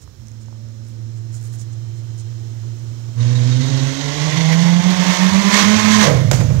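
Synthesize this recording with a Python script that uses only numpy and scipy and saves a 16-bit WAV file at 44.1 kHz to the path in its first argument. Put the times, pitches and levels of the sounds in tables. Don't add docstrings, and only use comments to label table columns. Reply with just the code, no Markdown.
import sys
import numpy as np
from scipy import signal
from scipy.fft import rfft, irfft
from scipy.io import wavfile
from scipy.ndimage import uniform_filter1d

SR = 44100
rng = np.random.default_rng(int(sys.argv[2]) if len(sys.argv) > 2 else 0)


def store_wav(level_fs):
    pcm = np.round(np.clip(np.atleast_2d(level_fs), -1, 1) * 32767)
    wavfile.write(sys.argv[1], SR, pcm.T.astype(np.int16))


N = 291060
TIME = np.arange(N) / SR

OUTPUT_DB = 7.0

# (time [s], firing rate [Hz])
FIRING = [(0, 109.4), (1.2, 114.3), (2.5, 114), (3.12, 116.7), (3.25, 121.7), (3.45, 122), (3.7, 134.3),
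          (3.92, 135.8), (4.3, 154.2), (4.88, 181.3), (5.2, 182), (5.4, 197), (5.75, 215), (6.0, 212.4),
          (6.14, 186), (6.6, 155.5)]
# (strength [dB], lateness [firing periods])
CYLINDERS = [(5, 0.073), (4.5, -0.046), (-3, -0.079), (-4, 0.029), (0.5, 0.09), (-1, -0.054)]
OPEN_AT_S, OPEN_TAKES_S = 3.15, 0.051
LIFT_AT_S, LIFT_TAKES_S = 6.02, 0.079
PASS_AT_S, DISTANCE_M, SPEED_M_PER_S = 6.074, 18.5, 15.8
TOP_HZ = 212.3

# (time [s], level [dB])
DRONE = [(0.3, -36), (0.97, -32.5), (1.01, -29.5), (2.6, -29.5), (2.69, -26.5), (2.79, -31.5), (2.9, -27.5),
         (2.97, -32), (3.1, -28.5)]
# (time [s], level [dB])
DRONE_OCTAVE = [(.25, -52), (.9, -50.5), (2.05, -60.5), (2.4, -55), (3.12, -51.5)]
# (frequency [Hz], level [dB])
PIPE = [(121, -18.5), (124, -17), (135, -18), (142, -24.5), (160, -17.5), (172, -15), (186, -15),
        (212, -15.5)]
# (frequency [Hz], level [dB])
PIPE_OCTAVE = [(240, -39.5), (252, -28.5), (272, -31), (296, -37), (400, -55)]
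DRONE_TRIM_DB, PIPE_TRIM_DB = 1.0, 3.0
# (time [s], half length [s], change [dB])
FADES = [(3.66, 0.044, -4), (3.795, 0.012, -7), (3.96, 0.063, -13), (4.15, 0.054, -8), (4.315, 0.019, -10),
         (4.825, 0.015, -15), (4.96, 0.032, -9), (5.05, 0.019, -14), (5.16, 0.034, -18.5),
         (5.308, .016, -11), (5.432, 0.017, -12), (5.515, 0.015, -14), (5.585, .025, -9.5),
         (5.81, .028, -9.5)]
# (time [s], half length [s], change [dB])
LOPES = [(5.35, 0.042, 10.5), (5.59, 0.072, -15)]
LOPE_DB, LOPE_DB_PER_OCTAVE, LOPE_LEAST_DB = -28.5, 139, -44.5

# (frequency [Hz], level [dB])
BARK_FAR = [(50, -46), (170, -27), (280, 5), (400, 1), (500, -4), (600, 1), (800, -7), (1040, -7),
            (1400, -10.5), (2000, -13), (3000, -29)]
# (frequency [Hz], level [dB])
BARK_NEAR = [(170, -26.5), (300, 1.5), (420, -0.5), (510, -4.5), (620, 6), (730, -5), (850, 0.5),
             (1040, -5.5), (1200, -2.5), (1450, -18), (2000, -5), (2600, -1.5), (4000, -29.5)]
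# (multiple of the firing rate, far level [dB], near level [dB])
HOWL = [(2, -65, -10), (3, -1.5, -17), (4, -2, -17), (5, -10, -5.5), (6, -16, -9.5), (7, -25, -13),
        (10, -16, -16)]
# (time [s], half length [s], bark change [dB], rasp change [dB])
FLARES = [(3.73, 0.6, 2, 5.5), (4.404, 0.29, 0, 4.5), (4.787, .06, -2.5, -2), (5.126, 0.11, 3, 4),
          (5.296, 0.041, -0.5, 0), (5.425, 0.057, -0.5, -1.5), (5.578, .065, 4.5, 7.5),
          (5.941, 0.026, -5, 5), (6.046, 0.045, 4.5, 6.5)]
BARK_DB, BARK_DB_PER_OCTAVE = -23.5, 10.5
ROUGH_DB, ROUGH_DB_PER_OCTAVE = -4, 2
HOWL_DB, HOWL_DB_PER_OCTAVE = -6, -2.5

# (frequency [Hz], level [dB])
RASP_FAR = [(80, -40), (530, -13), (900, -5), (1130, -1.5), (1240, -25), (1320, -7), (2060, -2.5),
            (2410, -7.5), (2980, -4.5), (3370, -1), (4600, -9), (6280, -2.5), (6660, -3.5), (8990, -20.5),
            (15100, -35), (15800, -78.5)]
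# (frequency [Hz], level [dB])
RASP_NEAR = [(530, -23.5), (900, -15), (1030, 0.5), (1130, -6), (1370, -11.5), (1800, -3), (1960, -7),
             (2110, -3), (2520, -17.5), (3130, -7.5), (5120, -11.5), (6200, -7), (9100, -25.5),
             (12000, -33.5), (15800, -37)]
# (frequency [Hz], width [Hz], level against the rasp [dB], firing rate [Hz], reach [octaves])
TAILPIPE = [(960.2, 220, -13, 159, 0.19), (2000, 170, -10.5, 157, 0.22), (3043.5, 730, -19.5, 156.25, 0.25),
            (3747, 130, -9.5, 127, 0.19), (4180, 160, -16.5, 135, 0.47)]
RASP_DB, RASP_DB_PER_OCTAVE = -22.5, 14
RASP_BUILD_S = 0.047
RASP_FALL_DB_PER_S, RASP_SHUT_DB = 58, -25

# (frequency [Hz], level [dB])
BURBLE_COLOUR = [(30, -39), (60, -10), (88, -6), (125, 2), (165, 5), (210, -16.5), (300, -22), (500, -61.5)]
# (frequency [Hz], level [dB])
BARK_SHUT = [(170, -30), (260, 5), (350, -6.5), (430, 3.5), (600, 6.5), (780, -8.5), (1000, -7),
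             (1300, -11), (2000, -11.5), (3500, -28), (7000, -37)]
# (time [s], crack level [dB], crack decay [s], pipe blat level [dB])
POPS = [(6.313, -14, 0.0054, -17.5), (6.331, -26, 0.04, -37), (6.4, -38, 0.022, -20),
        (6.497, -49, 0.012, -30)]
# (frequency [Hz], level [dB])
POP_COLOUR = [(200, -1), (600, 15.5), (1600, 8.5), (2600, 7), (4000, 5), (6800, 12), (9000, -4),
              (15500, -9)]
BURBLE_DB, BURBLE_LUMPS_DB = -17, -0.1
BLAT_DB, BLAT_FALL_DB_PER_S, BLAT_LEAST_DB = -9, 136, -39.5
POP_BLAT_RISE_S, POP_BLAT_S = 0.011, 0.015

# (frequency [Hz], level [dB])
CRUISE_COLOUR = [(75, -30.5), (133, 8.5), (185, -10.5), (245, -19), (290, -0.5), (340, 4), (400, -8),
                 (520, -12.5), (600, -23), (670, -13), (800, -41)]
RATTLE_DB, RATTLE_DB_PER_S = -24.5, 1.4

# (time [s], level [dB], half length [s], crackle share [0-1])
RUSTLES = [(0.027, -52, 0.018, 0.35), (0.28, -61, 0.018, 0.7), (.42, -51.5, 0.011, 0.4),
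           (0.886, -59, 0.036, .8), (1.176, -56, 0.018, 0.2), (1.355, -43, 0.024, 0.36),
           (1.45, -49.5, 0.057, 0.77), (1.547, -47.5, 0.021, 0.6), (1.609, -42.5, 0.022, 0.24),
           (1.733, -54, .012, .1), (1.982, -57, .025, 0.1), (2.197, -48, 0.02, 0)]
# (frequency [Hz], level [dB])
LEAF_COLOUR = [(800, -31), (4000, -10), (5500, 0), (7000, 5.5), (9000, -4.5), (12000, -21), (15500, -18)]
# (frequency [Hz], level [dB])
CRACKLE_COLOUR = [(400, -12), (1300, -2), (4000, -9), (7000, 4), (10000, -4.5), (15500, -14)]
# (time [s], starting level [dB], pitch [Hz])
TICKS = [(.077, -38, 1130), (0.159, -56, 4770), (0.271, -38, 6160), (0.284, -35, 6030), (0.317, -39, 6700),
         (.433, -41, 7000), (.46, -43, 6300), (.484, -37, 880), (0.527, -36, 900), (0.687, -46, 6500)]

# (frequency [Hz], level [dB])
NIGHT = [(30, -17), (120, 5), (300, 13), (700, 1), (1700, -2), (2500, -5.5), (3400, -3), (4600, -4),
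         (5500, -0.5), (6600, 0.5), (8000, -8), (10000, -18.5), (15800, -17.5)]
HISS_DB, HISS_DB_PER_S = -56.5, 2.24
# (frequency [Hz], level [dB])
RUMBLE_COLOUR = [(25, -32), (55, -5), (120, 5), (400, -49)]
THUD_COLOUR = [(25, -24), (70, 7), (130, 0.5), (400, -42.5)]
# (pitch [Hz], width [Hz], first level [dB], later level [dB])
INSECTS = [(3110, 100, -93, -66), (4120, 90.3, -69, -65), (5370, 240, -64.5, -65)]
# (time [s], pitch [Hz], level [dB])
WHINE = [(.2, 480, -70), (.4, 521, -64), (.65, 580, -60.5), (.9, 539, -61), (1.15, 488, -67)]

# (frequency [Hz], time to fall 60 dB [s])
STREET = [(100, 1), (1000, 1), (4000, 1), (12000, 0.43)]
# (frequency [Hz], gain [dB])
LEFT_PORT = [(50, -15), (110, -14), (200, -21.5), (380, -28.5), (700, -35), (2400, -43), (4400, -52),
             (8000, -87), (15000, -36)]
# (frequency [Hz], level [dB])
SELF_NOISE_COLOUR = [(20, -4), (60, -6), (300, -16), (1500, -28.5), (8000, -36.5), (14000, -33)]
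EDGE_HZ = 15800


def boom(turns, throttle):
    angle, hz = 2 * np.pi * turns, curve(FIRING)
    cycle = 1 / len(CYLINDERS)
    cycle_beat = 0.078 * np.sin(angle * (1 + cycle)) + 0.089 * np.sin(angle * (1 - cycle))
    tone = steady(street(np.sin(angle), wet_db=-3.5), size=1600) / np.sqrt(2)
    drone_gain = amp(DRONE_TRIM_DB) * level(DRONE)
    load_gain = amp(PIPE_TRIM_DB) * throttle * amp(read(PIPE, hz)) * swells(FADES)
    firing_tone = (drone_gain + load_gain) * (tone + cycle_beat)

    octave = steady(street(np.sin(2 * angle + 0.55 * wander(19)), wet_db=-4.5))
    octave_gain = level(DRONE_OCTAVE) + throttle * amp(read(PIPE_OCTAVE, 2 * hz))

    half_order = np.sin(angle / 2 + 0.44 * wander(27))
    third_order = 0.094 * nearness() * np.sin(2 * angle * cycle)
    lope = (1 + 0.43 * wander(11.0)) * (half_order + third_order)
    lope_level = amp(LOPE_LEAST_DB) + amp(LOPE_DB + LOPE_DB_PER_OCTAVE * revs())
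    lope_gain = throttle * spreading() * lope_level * swells(LOPES)
    return firing_tone + octave_gain * octave + lope_gain * lope


def bark(turns, throttle):
    pulses = firings(turns, uneven_db=6, jitter=.022, skew=0.48)
    rough = steady(street(approach(pulses, BARK_FAR, BARK_NEAR), wet_db=5.5))
    near = nearness()
    stack = 0
    for multiple, far_db, near_db in HOWL:
        order = np.sin(2 * np.pi * multiple * turns + 0.76 * wander(27.0))
        stack = stack + amp(far_db + near * (near_db - far_db)) * order
    howl = steady(street(stack, wet_db=-7.0))
    rough_gain = amp(ROUGH_DB + ROUGH_DB_PER_OCTAVE * revs())
    howl_gain = amp(HOWL_DB + HOWL_DB_PER_OCTAVE * revs())
    flares = swells((s, length, db) for s, length, db, _ in FLARES)
    gain = throttle * spreading() * amp(BARK_DB + BARK_DB_PER_OCTAVE * revs()) * flares
    return gain * (rough_gain * rough + howl_gain * howl)


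def rasp(turns):
    strength_db = np.array(CYLINDERS)[turns.astype(int) % len(CYLINDERS), 0]
    gate = 1.1 + amp(0.66 * strength_db) * np.exp(-(turns % 1) / 0.79)
    turbulence = amp(1.3 * wander(83)) * rng.standard_normal(N)
    puffs = street(gate * turbulence, wet_db=-5.0)
    gas = approach(puffs, RASP_FAR, RASP_NEAR)
    for hz, width, db, rate_hz, reach in TAILPIPE:
        stirred = np.exp(-(np.log2(curve(FIRING) / rate_hz) / reach) ** 2)
        ring = unit(signal.lfilter(*signal.iirpeak(hz, hz / width, SR), puffs))
        gas = gas + stirred * amp(db + 4.1 * wander(22)) * ring
    build_up = 1 - np.exp(-(np.maximum(TIME - OPEN_AT_S, 0) / RASP_BUILD_S) ** 2)
    flow = build_up * amp(np.maximum(-RASP_FALL_DB_PER_S * since_lift(), RASP_SHUT_DB))
    flares = swells((s, length, db) for s, length, _, db in FLARES)
    return flow * spreading() * amp(RASP_DB + RASP_DB_PER_OCTAVE * revs()) * flares * steady(gas)


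def overrun(turns, shut):
    ragged = street(firings(turns, uneven_db=4.5, jitter=.5, skew=0.95), wet_db=2)
    misfire = np.sin(2 * np.pi * turns * 4 / len(CYLINDERS) + .7 * wander(20))
    lumps = steady(steady(colour(ragged, BURBLE_COLOUR)) + misfire, size=2200)
    burble = shut * amp(BURBLE_DB + BURBLE_LUMPS_DB * wander(14)) * lumps

    falling = amp(BLAT_DB - BLAT_FALL_DB_PER_S * since_lift())
    blat_gain = shut * (falling + amp(BLAT_LEAST_DB) * spreading())
    blasts = 0
    for s, crack_db, decay, blat_db in POPS:
        kick = ramp(s, POP_BLAT_RISE_S) * np.exp(-abs(TIME - s) / POP_BLAT_S)
        blat_gain = blat_gain + amp(blat_db) * kick
        blasts = blasts + amp(crack_db) * (TIME >= s) * np.exp(-abs(TIME - s) / decay)
    blat = blat_gain * steady(street(colour(ragged, BARK_SHUT), wet_db=-5), size=2000)
    cracks = blasts * unit(colour(rng.standard_normal(N), POP_COLOUR))
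    return burble + blat + street(cracks, wet_db=-8.0)


def cruise(turns):
    cycles, cycle_hz = turns / len(CYLINDERS), FIRING[1][1] / len(CYLINDERS)
    comb = 0
    for k in range(4, 42):
        line_db = read(CRUISE_COLOUR, k * cycle_hz) + 5.3 * (k % len(CYLINDERS) == 0)
        comb = comb + amp(line_db) * np.sin(2 * np.pi * (k * cycles + rng.random()))
    rattle = steady(street(comb * (1 + 0.39 * wander(16)), wet_db=-3.0))
    return amp(RATTLE_DB + RATTLE_DB_PER_S * TIME) * level(DRONE) * rattle


def leaves():
    swish = unit(colour(rng.standard_normal(N) * amp(1.9 * wander(400)), LEAF_COLOUR))
    snaps = (rng.random(N) < 1500 / SR) * rng.standard_normal(N)
    crackle = unit(colour(snaps, CRACKLE_COLOUR))
    out = np.zeros(N)
    for s, db, length, dryness in RUSTLES:
        brush = amp(db) * np.exp(-((TIME - s) / length) ** 2)
        out += brush * ((1 - dryness) * swish + dryness * crackle)
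    for s, db, hz in TICKS:
        t = TIME[:SR // 20]
        tick = amp(db) * np.exp(-t / 0.00089) * np.sin(2 * np.pi * hz * t)
        out[round(s * SR):][:len(tick)] += tick
    return out


def night():
    air = amp(HISS_DB + HISS_DB_PER_S * TIME) * unit(colour(rng.standard_normal(N), NIGHT))
    rumble = amp(-50.5) * unit(colour(rng.standard_normal(N), RUMBLE_COLOUR))
    trills = 0
    for hz, width, first_db, later_db in INSECTS:
        pitch = hz + width / 2 * wander(130)
        gain = amp(np.interp(TIME, [.8, 1.8], [first_db, later_db]))
        trills = trills + gain * np.sin(2 * np.pi * np.cumsum(pitch) / SR)
    whine_angle = 2 * np.pi * np.cumsum(curve(WHINE)) / SR + 0.93 * wander(22)
    whine = level(WHINE, order=2) * np.sin(whine_angle)
    bump = amp(-46.5) * np.exp(-((TIME - .15) / 0.21) ** 2)
    thud = bump * unit(colour(rng.standard_normal(N), THUD_COLOUR))
    return air + rumble + trills + whine + thud


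def firings(turns, uneven_db, jitter, skew):
    at = np.flatnonzero(np.diff(np.floor(turns)))
    size, late = rng.standard_normal((len(at), 2)).T
    strength_db, lag = np.resize(CYLINDERS, (len(at), 2)).T
    shift = (skew * lag + jitter * late) * np.gradient(at)
    place = np.clip(at + shift, 0, N - 1).astype(int)
    return np.bincount(place, amp(skew * strength_db + uneven_db * size), N)


def street(x, wet_db):
    taps = rng.standard_normal(SR) * (rng.random(SR) < .05) * (TIME[:SR] > .006)
    hz, t, bands = signal.stft(taps, SR, nperseg=256)
    decay = amp(-60 * t / read(STREET, hz)[:, None])
    tail = signal.istft(bands * decay, SR)[1]
    return x + amp(wet_db) * signal.oaconvolve(x, tail / np.linalg.norm(tail))[:N]


def approach(x, far, near):
    return (1 - nearness()) * unit(colour(x, far)) + nearness() * unit(colour(x, near))


def nearness():
    return np.interp(TIME, [4.2, 5.4], [0, 1])


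def spreading():
    return DISTANCE_M / np.hypot(DISTANCE_M, SPEED_M_PER_S * (TIME - PASS_AT_S))


def revs():
    return np.log2(curve(FIRING) / TOP_HZ)


def since_lift():
    return np.maximum(TIME - LIFT_AT_S, 0)


def ramp(start, length):
    return np.clip((TIME - start) / length, 0, 1)


def swells(rows):
    return amp(sum(db * np.exp(-((TIME - s) / length) ** 2) for s, length, db in rows))


def amp(db):
    return 10 ** (np.asarray(db) / 20)


def unit(x):
    return x / np.sqrt(np.mean(x ** 2) + 1e-20)


def steady(x, size=6000):
    power = uniform_filter1d(uniform_filter1d(x ** 2, size), size // 2)
    return x / np.sqrt(abs(power) + 1e-12)


def wander(hz):
    rolloff = 1 + (np.fft.rfftfreq(N, 1 / SR) / hz) ** 4
    return unit(irfft(rfft(rng.standard_normal(N)) / rolloff, N))


def curve(rows, order=1):
    rows = np.array(rows)
    return np.interp(TIME, rows[:, 0], rows[:, order])


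def level(rows, order=1):
    outside = np.maximum(np.maximum(rows[0][0] - TIME, TIME - rows[-1][0]), 0)
    return uniform_filter1d(amp(curve(rows, order)) * np.exp(-outside / 0.082), size=350)


def read(points, hz):
    f, value = np.transpose(points)
    return np.interp(np.log(hz + 1), np.log(f), value)


def colour(x, points):
    gain_db = np.maximum(read(points, abs(np.fft.fftfreq(8192, 1 / SR))), -100)
    log_gain = np.log(amp(gain_db))
    taps = np.fft.ifft(np.exp(np.conj(signal.hilbert(log_gain)))).real
    return signal.oaconvolve(x, taps[:len(taps) // 2])[:N]


def scene():
    turns = np.cumsum(curve(FIRING) * (1 + .004 * wander(17))) / SR
    shut = ramp(LIFT_AT_S, LIFT_TAKES_S)
    throttle = ramp(OPEN_AT_S, OPEN_TAKES_S) * (1 - shut)
    car = boom(turns, throttle) + bark(turns, throttle) + rasp(turns) + overrun(turns, shut) + cruise(turns)
    sound = car + leaves() + night()
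    self_noise = amp(-74.5) * unit(colour(rng.standard_normal(N), SELF_NOISE_COLOUR))
    return amp(OUTPUT_DB) * np.array([colour(sound, LEFT_PORT) + self_noise, sound])


def record(dry):
    squashed = dry / (1 + dry ** 8) ** (1 / 8)
    lowpass = signal.firwin(511, EDGE_HZ, window=("kaiser", 9), fs=SR)
    return signal.oaconvolve(squashed, lowpass[None], "same")


dry = scene()
out = record(dry)
store_wav(out)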